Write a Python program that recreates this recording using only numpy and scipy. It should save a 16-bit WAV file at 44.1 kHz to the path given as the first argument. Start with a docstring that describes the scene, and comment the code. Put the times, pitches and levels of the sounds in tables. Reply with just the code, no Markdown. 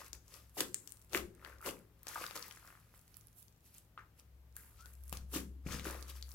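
"""Sticky beaded slime is poked, pulled and folded by hand on a wooden table in a small room.
Its crackle, bubbling and squish are random ruptures ringing resonances, gated by the hand strokes.
Squelches are gated noise bands; snaps are filtered clicks; pops and thuds are decaying sines.
A fingertip squeaks once as a gliding sine; hum lines, a swelling drone and shaped noise lie beneath."""
import sys
import numpy as np
from scipy import signal
from scipy.fft import rfft, irfft
from scipy.io import wavfile
from scipy.ndimage import uniform_filter1d

SR = 44100
rng = np.random.default_rng(int(sys.argv[2]) if len(sys.argv) > 2 else 0)


def wav_record(signal):
    """Record a signal, one row per channel, as 16-bit PCM in the file named by sys.argv[1]."""
    frames = np.transpose(np.atleast_2d(signal))
    bounded = np.clip(frames, -1, 1)
    # unit amplitude maps onto the largest positive 16-bit level
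    quanta = np.round(bounded * 32767).astype(np.int16)
    wavfile.write(sys.argv[1], SR, quanta)


N = 279900
FREQS = np.fft.rfftfreq(N, 1 / SR) + 1e-3  # offset avoids division by zero
TIME = np.arange(N) / SR


def amp(db):
    """Decibels to gain."""
    return 10 ** (np.asarray(db) / 20)


def unit(x):
    """Scales to an rms of one."""
    return x / np.sqrt(np.mean(x ** 2) + 1e-20)


def read(points, hz):
    """Reads a spectrum on a log-frequency axis."""
    f, value = np.transpose(points)
    return np.interp(np.log(hz + 1), np.log(f + 1), value)


def curve(rows, column):
    """One column of a time table at every sample."""
    rows = np.asarray(rows)
    return np.interp(TIME, rows[:, 0], rows[:, column])


def sides(pan_db):
    """Left and right gains for a left-over-right level difference."""
    return amp(np.array([[1], [-1]]) * pan_db / 2)


def add(mix, s, sound):
    """Mixes a stereo sound in at time s."""
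    start = max(round(s * SR), 0)
    part = mix[:, start:start + sound.shape[1]]
    part += sound[:, :part.shape[1]]


def resonance(f, hz, q):
    """Complex response of one damped resonance."""
    return 1 / (1 + 1j * q * (f / hz - hz / f))


def ports(f, lag):
    """Two microphones; the left one hears the sound lag samples earlier."""
    return np.exp(-2j * np.pi * f * np.array([[0], [lag]]) / SR)


def steadied(x, size):
    """Evens out the slow level and leaves the fine grain."""
    power = uniform_filter1d((x ** 2).mean(0), size)
    return x / np.sqrt(abs(power) + 1e-12)


def kneading():
    """Sticky surfaces part: pockets squish, bubbles tick, threads crackle and fizz."""
    # rupture colours: f/Hz, level/dB
    squish_colour = [(60, -28.5), (190, -15.5), (380, 2), (550, 3.5), (1200, -17.5)]
    bubble_colour = [(450, -16), (800, -2.5), (1200, 5), (2000, 1), (2800, 3), (6000, -37.5)]
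    crackle_colour = [(1800, 4.5), (3000, 0), (4700, 3), (7000, 4.5), (9000, 6.5), (13000, -12)]
    fizz_colour = [(5000, -15.5), (7500, -10.5), (9200, -17.5), (11000, -5), (13500, -0.5), (16000, -4.5)]
    squishing, bubbling, crackling, fizzing = efforts()
    squish = squishing * grains(squish_colour, 150, 685, per_s=300, spread_db=2.0, q=2.3, wash=0.3)
    bubbles = bubbling * grains(bubble_colour, 850, 2400, per_s=450, spread_db=4, q=6, wash=0.15)
    crackle = crackling * grains(crackle_colour, 2470, 6500, per_s=2200, spread_db=2.5, q=7.3, wash=0.64)
    fizz = fizzing * grains(fizz_colour, 7300, 11400, per_s=5000, spread_db=4.5, q=6.1, wash=0.4)
    return squish + bubbles + crackle + fizz


def efforts():
    """Every stroke swells and dies away; gives the gains of squish, bubbles, crackle and fizz."""
    # strokes: t at full effort/s, rise/s, fall/s, crackle/dB, bubbles re crackle/dB, fizz re crackle/dB
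    presses = [(0.005, 0.012, 0.033, -58, -0.5, 1), (0.135, 0.0042, 0.02, -69, 7, 9),
               (0.345, 0.044, .06, -61.5, -6, 2.5), (1.48, 0.057, 0.066, -68.5, 9, 3.5),
               (2.357, 0.0049, 0.022, -49, 0.5, 3), (5.13, .003, 0.035, -55.5, -3, 1.5),
               (5.325, 0.014, 0.017, -65, -3, 12), (5.671, 0.008, 0.065, -55.5, 2.5, -3),
               (5.724, 0.017, 0.054, -46, -5.5, -4), (5.856, 0.011, 0.087, -51.5, 3, 3),
               (6.1, 0.016, 0.016, -52.5, -8.5, 1.5)]  # hand pushes in
    pulls = [(0.06, 0.012, 0.022, -60.5, -5, 2), (0.56, 0.011, .03, -69.5, -7, 15),
             (0.88, 0.27, 0.16, -78.5, 0.5, 11.5), (1.645, 0.017, 0.064, -64, 8.5, 11),
             (2.085, 0.013, 0.3, -57, -0.5, 3), (2.225, 0.062, 0.045, -53.5, 3, 1.5),
             (2.44, 0.065, .07, -62, 1.5, 3), (2.69, 0.063, 0.056, -74, 8, 10),
             (2.95, 0.0095, 0.035, -72, -1.5, 8), (3.17, 0.12, 0.1, -75.5, -4.5, 6),
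             (3.385, 0.02, 0.043, -73, -18, 15), (3.665, 0.021, 0.029, -70, -21, 7),
             (3.77, 0.042, 0.03, -68, -12, 6), (3.982, .002, .032, -73, 14.5, -12),
             (4.195, 0.014, 0.012, -69.5, -2, 7), (4.57, 0.011, 0.13, -71.5, 3, 13.5),
             (4.81, 0.031, 0.017, -64, -7.5, -6), (4.865, 0.017, 0.066, -74, 1.5, 12.5),
             (5.1, 0.065, 0.057, -74.5, -2, 11.5), (6.165, 0.018, .025, -60, -5, 3),
             (6.31, 0.073, 0.065, -74.5, 2, 14)]  # drier strokes: slime stretches or peels, a squelch starts hissing, a plop bubbles out
    press_squish_db, pull_squish_db = -3.5, -12.5  # re bubbles
    power = np.zeros((4, N))
    for strokes, squish_db in ((presses, press_squish_db), (pulls, pull_squish_db)):
        for s, rise_s, fall_s, db, air_db, fizz_db in strokes:
            swell = np.minimum(TIME - s, 0) / rise_s
            decay = np.maximum(TIME - s, 0) / fall_s
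            effort = amp(db) * np.exp(swell - decay)
            shares = amp([air_db + squish_db, air_db, 0, fizz_db])
            power += np.outer(shares ** 2, effort ** 2)
    return np.sqrt(power)


def grains(colour, low_hz, high_hz, per_s, spread_db, q, wash, count=16):
    """Countless tiny ruptures at several spots, each spot with its own pitch and path to the microphones."""
    # stereo lean of the slime: f/Hz, left re right/dB
    lean = [(1000, 2), (2500, 2), (5500, 4), (9000, -2.5), (14000, -7.5)]
    total = 0
    for hz in np.geomspace(low_hz, high_hz, count):
        size_db = spread_db * np.minimum(rng.exponential(1, N), 3.5)
        size = amp(size_db) * rng.choice([-1, 1], N)
        train = size * (rng.random(N) < per_s / count / SR)
        path = ports(FREQS, rng.normal(1.5, 2.47))
        total = total + rfft(train) * resonance(FREQS, hz, q) * path / np.sqrt(hz)
    shape = amp(read(colour, FREQS)) * sides(read(lean, FREQS))
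    # ruptures too small to tell apart
    blur = unit(irfft(rfft(rng.standard_normal((2, N))) * shape, N))
    return steadied(unit(irfft(total * shape, N)) + wash * blur, size=900)


def squelches():
    """Air forces a wet gap open: it hisses and sputters while the emptying pocket booms."""
    # air leaving a fold: t at full flow/s, hold/s, rise/s, fall/s, pocket f/Hz,
    # pocket level/dB, sputter level/dB, hiss level/dB
    folds = [(0.578, 0.038, 0.0048, 0.017, 385, -48.5, -48, -42.5),
             (1.147, 0.02, .012, 0.022, 365, -44, -42.5, -40.5),
             (1.66, 0.03, 0.0047, 0.014, 436, -47.5, -45.5, -44),
             (5.341, 0.026, 0.008, 0.026, 273, -48, -47, -41)]
    # colours of the escaping air: f/Hz, level/dB
    hiss_colour = [(1800, -54.5), (3300, -10.5), (5500, -8), (7300, -4.5), (9200, -5.5), (11500, 0.5),
                   (14000, 1), (16000, -8)]
    sputter_colour = [(400, 22.5), (750, -11.5), (1200, -1), (1550, -5.5), (2000, -4), (2900, 1.5),
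                      (4000, -14), (7000, -55.5)]
    # pocket colour: f re pocket f/ratio, level/dB
    pocket_colour = [(.3, -38), (.6, -9.5), (1, 1.5), (1.7, -4.5), (2.5, -13), (5, -23)]
    hiss = grains(hiss_colour, 2100, 11200, per_s=9800, spread_db=4.0, q=2.1, wash=0.25)
    sputter = grains(sputter_colour, 760, 3500, per_s=1500, spread_db=3.5, q=7.7, wash=0.14)
    out = np.zeros((2, N))
    for s, hold_s, rise_s, fall_s, hz, pocket_db, sputter_db, hiss_db in folds:
        swell = np.minimum(TIME - s, 0) / rise_s
        decay = np.maximum(TIME - s - hold_s, 0) / fall_s
        flow = np.exp(swell - decay)
        noise = rfft(rng.standard_normal(N))
        boom = noise * amp(read(pocket_colour, FREQS / hz)) * ports(FREQS, 5.9)
        pocket = steadied(unit(irfft(boom, N)), size=600)
        out += flow * (amp(pocket_db) * pocket + amp(sputter_db) * sputter + amp(hiss_db) * hiss)
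    return out


def placed_snaps():
    """Single films and threads of slime snapping at set moments; a few narrow, low-pitched rows near 1.5 kHz
    are small bubbles popping."""
    # t/s, rms over 1 ms before pan/dB, f/Hz, Q before the cap in snaps, left re right/dB
    rows = [(0.1313, -36.5, 6230, 4, 8), (0.341, -50.5, 5530, 4, 17), (0.6058, -23.5, 2800, 0.13, 6.5),
            (0.608, -24.5, 5260, 0.24, -6.5), (0.7442, -25.5, 7270, 2.9, 5.5),
            (0.875, -44.5, 6700, 7.8, 16.5), (0.9216, -45, 9100, 3, 19), (1.133, -40.5, 2000, 0.36, 20),
            (1.175, -30.5, 1850, 0.55, 5), (1.4486, -47, 1490, 2.6, 21.5), (2.032, -46.5, 12800, 3.1, 5),
            (2.0694, -39, 1340, 0.18, 9), (2.0827, -36.5, 6200, 3.1, 1), (2.2405, -34.5, 1460, 2.4, 0),
            (2.265, -37.5, 4630, 6.8, 8), (2.31, -40, 1090, 0.69, 6), (2.426, -38.5, 5270, 4.6, 7.5),
            (2.482, -43, 13100, 1.2, 3), (2.511, -44, 2740, 1.5, 9.5), (3.1688, -50, 11600, 10, -21),
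            (3.271, -52, 11740, 3.5, -11), (4.5661, -38.5, 11300, 3.5, 8.5),
            (4.8585, -52.5, 2530, 0.073, 20.5), (5.0372, -51, 11510, 3.8, -13), (5.08, -49, 9700, 4.9, 5),
            (5.1273, -35, 5260, 0.14, 12.5), (5.1713, -39.5, 5200, 1.2, 1), (5.7962, -39, 2380, 3.5, 5),
            (6.2259, -39, 4740, 5.2, 6.5)]
    return list(rows)


def stray_threads(scatter=0.35, width_db=9, count=400):
    """Scattered single snaps at random moments, pitches and places, stronger where the fizz is stronger."""
    threads_per_s, thread_hz, thread_q = 30, 9240, 2.1
    # base level at -60 dB of fizz, dB gained per dB of fizz, random level spread
    thread_db, follow, spread_db = -53, 0.66, 3.5
    gap, size = rng.exponential(1, (count, 2)).T
    detune, place = rng.standard_normal((count, 2)).T
    s = np.cumsum(gap) / threads_per_s
    fizz = np.interp(s, TIME, efforts()[3])
    fizz_db = 20 * np.log10(fizz + 1e-12) + 60  # re -60 dB
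    db = thread_db + follow * fizz_db + spread_db * np.minimum(size, 2)
    hz = thread_hz * np.exp(scatter * detune)
    rows = zip(s, db, hz, np.full(count, thread_q), width_db * place)
    return [row for row in rows if row[0] < TIME[-1]]


def snaps(rows, tear_s=0.0011, tear=0.26, size=1024):
    """A film breaks with a click and a short ragged tear, ringing its tiny cavity."""
    out = np.zeros((2, N))
    t = np.arange(size) / SR
    f = np.fft.rfftfreq(size, 1 / SR) + 1
    for s, db, hz, q, pan_db in rows:
        push = tear * rng.standard_normal((2, size)) * np.exp(-t / tear_s)
        push[:, 0] += 1
        cavity = resonance(f, hz, min(q, 3.5))
        click = irfft(rfft(push) * cavity * ports(f, 2.1), size)
        # unit rms if all the energy fell within 1 ms
        click /= np.sqrt((click ** 2).sum(1, keepdims=True) * 1000 / SR)
        add(out, s, amp(db) * sides(pan_db) * click)
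    return out


def pops():
    """Air bubbles burst, singly and in a run, each a brief ring of its cavity."""
    # single bubbles: t/s, envelope peak/dB, f/Hz, decay/cycles
    rows = [(.018, -43, 1090, 0.57), (.5695, -41.5, 780, 0.8), (1.1481, -15, 2120, 0.42),
            (1.426, -50, 1290, 1.8), (1.462, -47, 1860, 1.2), (1.527, -50, 1500, 1.4),
            (1.607, -50.5, 1300, 1.7), (1.626, -45, 1317, 1.8), (2.157, -34, 1440, 1.7),
            (2.160, -31.5, 1240, 0.76), (2.163, -36, 940, 1.1), (2.177, -40, 840, 0.83),
            (2.234, -42, 2700, 0.8), (2.2135, -39, 504, 0.41), (2.572, -43.5, 1660, 0.49),
            (2.9405, -49, 1200, 0.27), (3.9762, -38, 1250, 1), (3.978, -43.5, 2820, 0.48),
            (3.991, -43, 1400, 0.76), (4.566, -52, 1580, 2.1), (5.1266, -32.5, 825, 0.23),
            (5.95, -41, 640, 0.46)]
    return bursts(list(rows) + bubble_run(), glide=0.038)


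def bubble_run(jitter_s=0.00106, scatter=0.19, count=7):
    """Nearly evenly spaced small pops that swell and fade as the slime draws out."""
    start_s, gap_s = 2.6275, 0.025
    middle_db, end_fade_db, centre_hz, decay_cycles = -46, -5.5, 1330, 0.43
    late, detune = rng.standard_normal((count, 2)).T
    s = start_s + gap_s * np.arange(count) + jitter_s * late
    db = middle_db + end_fade_db * np.linspace(-1, 1, count) ** 2
    hz = centre_hz * np.exp(scatter * detune)
    return list(zip(s, db, hz, np.full(count, decay_cycles)))


def thuds():
    """Large pockets collapse under the hand, each a low ring of its cavity."""
    # t/s, envelope peak/dB, f/Hz, decay/cycles
    rows = [(.6105, -35.5, 364, 0.61), (1.154, -32, 338, 0.55), (1.681, -36.5, 520, 1),
            (5.1265, -36.5, 147, 0.12), (5.3595, -29.5, 275, 0.6), (5.663, -30, 172, 0.2),
            (5.745, -37.5, 211, 0.55), (5.866, -35.5, 362, 0.68)]
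    return bursts(rows, glide=0.027)


def bursts(rows, glide, size=4096):
    """An opened air cavity rings briefly, its pitch rising as the hole widens."""
    out = np.zeros((2, N))
    lag = np.array([[0], [4]])  # samples, right side later
    t = np.maximum(np.arange(size) - lag, 0) / SR
    for s, db, hz, cycles in rows:
        age = t * hz / cycles
        envelope = age * np.exp(1 - age)  # peaks at one
        turns = hz * t * (1 + glide * np.tanh(age / 10))
        add(out, s, amp(db) * envelope * np.sin(2 * np.pi * turns))
    return out


def squeak():
    """Skin sticks and slips on the slime in a thin tone that dips, then rises."""
    # sliding fingertip: t/s, f/Hz, rms level before pan/dB
    slide = [(4.78, 1370, -83), (4.795, 1304, -67), (4.812, 1340, -61), (4.835, 1430, -71),
             (4.855, 1484, -60), (4.875, 1530, -89)]
    flutter = unit(uniform_filter1d(rng.standard_normal(N), 100))
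    hz = curve(slide, 1) * (1 + 0.009 * flutter)
    sliding = (TIME > slide[0][0]) & (TIME < slide[-1][0])
    tone = np.sqrt(2) * np.sin(2 * np.pi * np.cumsum(hz) / SR)
    return sliding * amp(curve(slide, 2)) * tone


def room(x, first_s=0.0044, shared_hz=600, size=32768):
    """Dense reflections from nearby walls, each band dying at its own speed; both microphones share the bass."""
    # decay: f/Hz, t60/s
    decay = [(150, 0.7), (500, 0.44), (1000, 0.26), (2800, 0.22), (7300, 0.3), (15000, 0.25)]
    # reverberation strength: f/Hz, level/dB
    strength = [(100, 7), (500, -8.5), (850, -6.5), (1400, -3.5), (4000, -8.5), (8000, -8.5), (15000, -10)]
    t = np.arange(size) / SR
    taps = rng.standard_normal((3, size)) * (rng.random((3, size)) < 0.25) * (t > first_s)
    hz, at, z = signal.stft(unit(taps), SR, nperseg=256)
    shared = 1 / (1 + (hz[:, None] / shared_hz) ** 2)
    z = np.sqrt(shared) * z[0] + np.sqrt(1 - shared) * z[1:]
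    t60 = read(decay, hz)[:, None]
    even_energy = np.sqrt(2 * np.log(1000) / (t60 * SR))  # offsets the decay length
    z = z * 1000 ** (-at / t60) * even_energy * amp(read(strength, hz))[:, None]
    response = signal.istft(z, SR, nperseg=256)[1]
    return signal.fftconvolve(x, response, axes=1)[:, :N]


def background():
    """Low hum and rumble shared by both microphones, under a faint separate hiss."""
    # still-room colour: f/Hz, level/dB
    floor = [(22, -37), (33, -24), (46, 5), (110, 0.5), (200, -6.5), (400, -12.5), (800, -16.5),
             (2000, -22), (5000, -27), (9500, -30), (13500, -22.5), (16000, -28.5)]
    # hum lines: f/Hz, rms level before pan/dB
    hum_lines = [(46.5, -76.5), (107.3, -72.5), (161, -80.5)]
    # swelling low drone: t/s, level before pan/dB
    drone_level = [(0.0, -72), (0.16, -60), (0.3, -75), (0.46, -60.5), (0.83, -86), (1.25, -52.5),
                   (1.29, -73), (1.57, -58), (1.62, -66.5), (3.0, -76.5), (4.19, -72), (4.33, -58),
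                   (4.74, -67), (5.02, -50.5), (6.26, -50), (6.35, -53.5)]
    floor_db, drone_hz = -69, 65.4
    noise = rfft(rng.standard_normal((3, N)))
    shared = 1 / (1 + (FREQS / 700) ** 2)
    mixed = np.sqrt(shared) * noise[0] + np.sqrt(1 - shared) * noise[1:]
    air = irfft(mixed * amp(read(floor, FREQS)), N)
    hum = sum(amp(db) * wavering(hz, waver=0.2) for hz, db in hum_lines)
    drone = amp(curve(drone_level, 1)) * wavering(drone_hz, waver=0.14)
    return sides(3.1) * (amp(floor_db) * unit(air) + hum + drone)


def wavering(hz, waver):
    """A hum line whose level and phase drift."""
    drift = irfft(rfft(rng.standard_normal((2, N))) * np.exp(-(FREQS / 21.0) ** 2), N)
    a, b = waver * unit(drift)
    phase = 2 * np.pi * (hz * TIME + rng.random())
    return unit((1 + a) * np.sin(phase) + b * np.cos(phase))


def scene():
    """The slime close to the microphones, the room around it."""
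    # where the slime is worked: t/s, left re right/dB
    place = [(0, 4), (2.4, 4), (2.8, 2), (3.2, -5), (3.7, 2.5), (6.3, 4.5)]
    body = kneading() + squelches() + pops() + thuds() + squeak()
    body = body * sides(curve(place, 1))
    clicks = snaps(placed_snaps() + stray_threads())
    slime = body + clicks
    return slime + room(slime) + background()


def record(dry):
    """Linear-phase low-pass that limits the band."""
    edge_hz = 16100
    lowpass = signal.firwin(255, edge_hz, window=("kaiser", 8), fs=SR)
    return signal.oaconvolve(dry, lowpass[None], "same")


dry = scene()
out = record(dry)
wav_record(out)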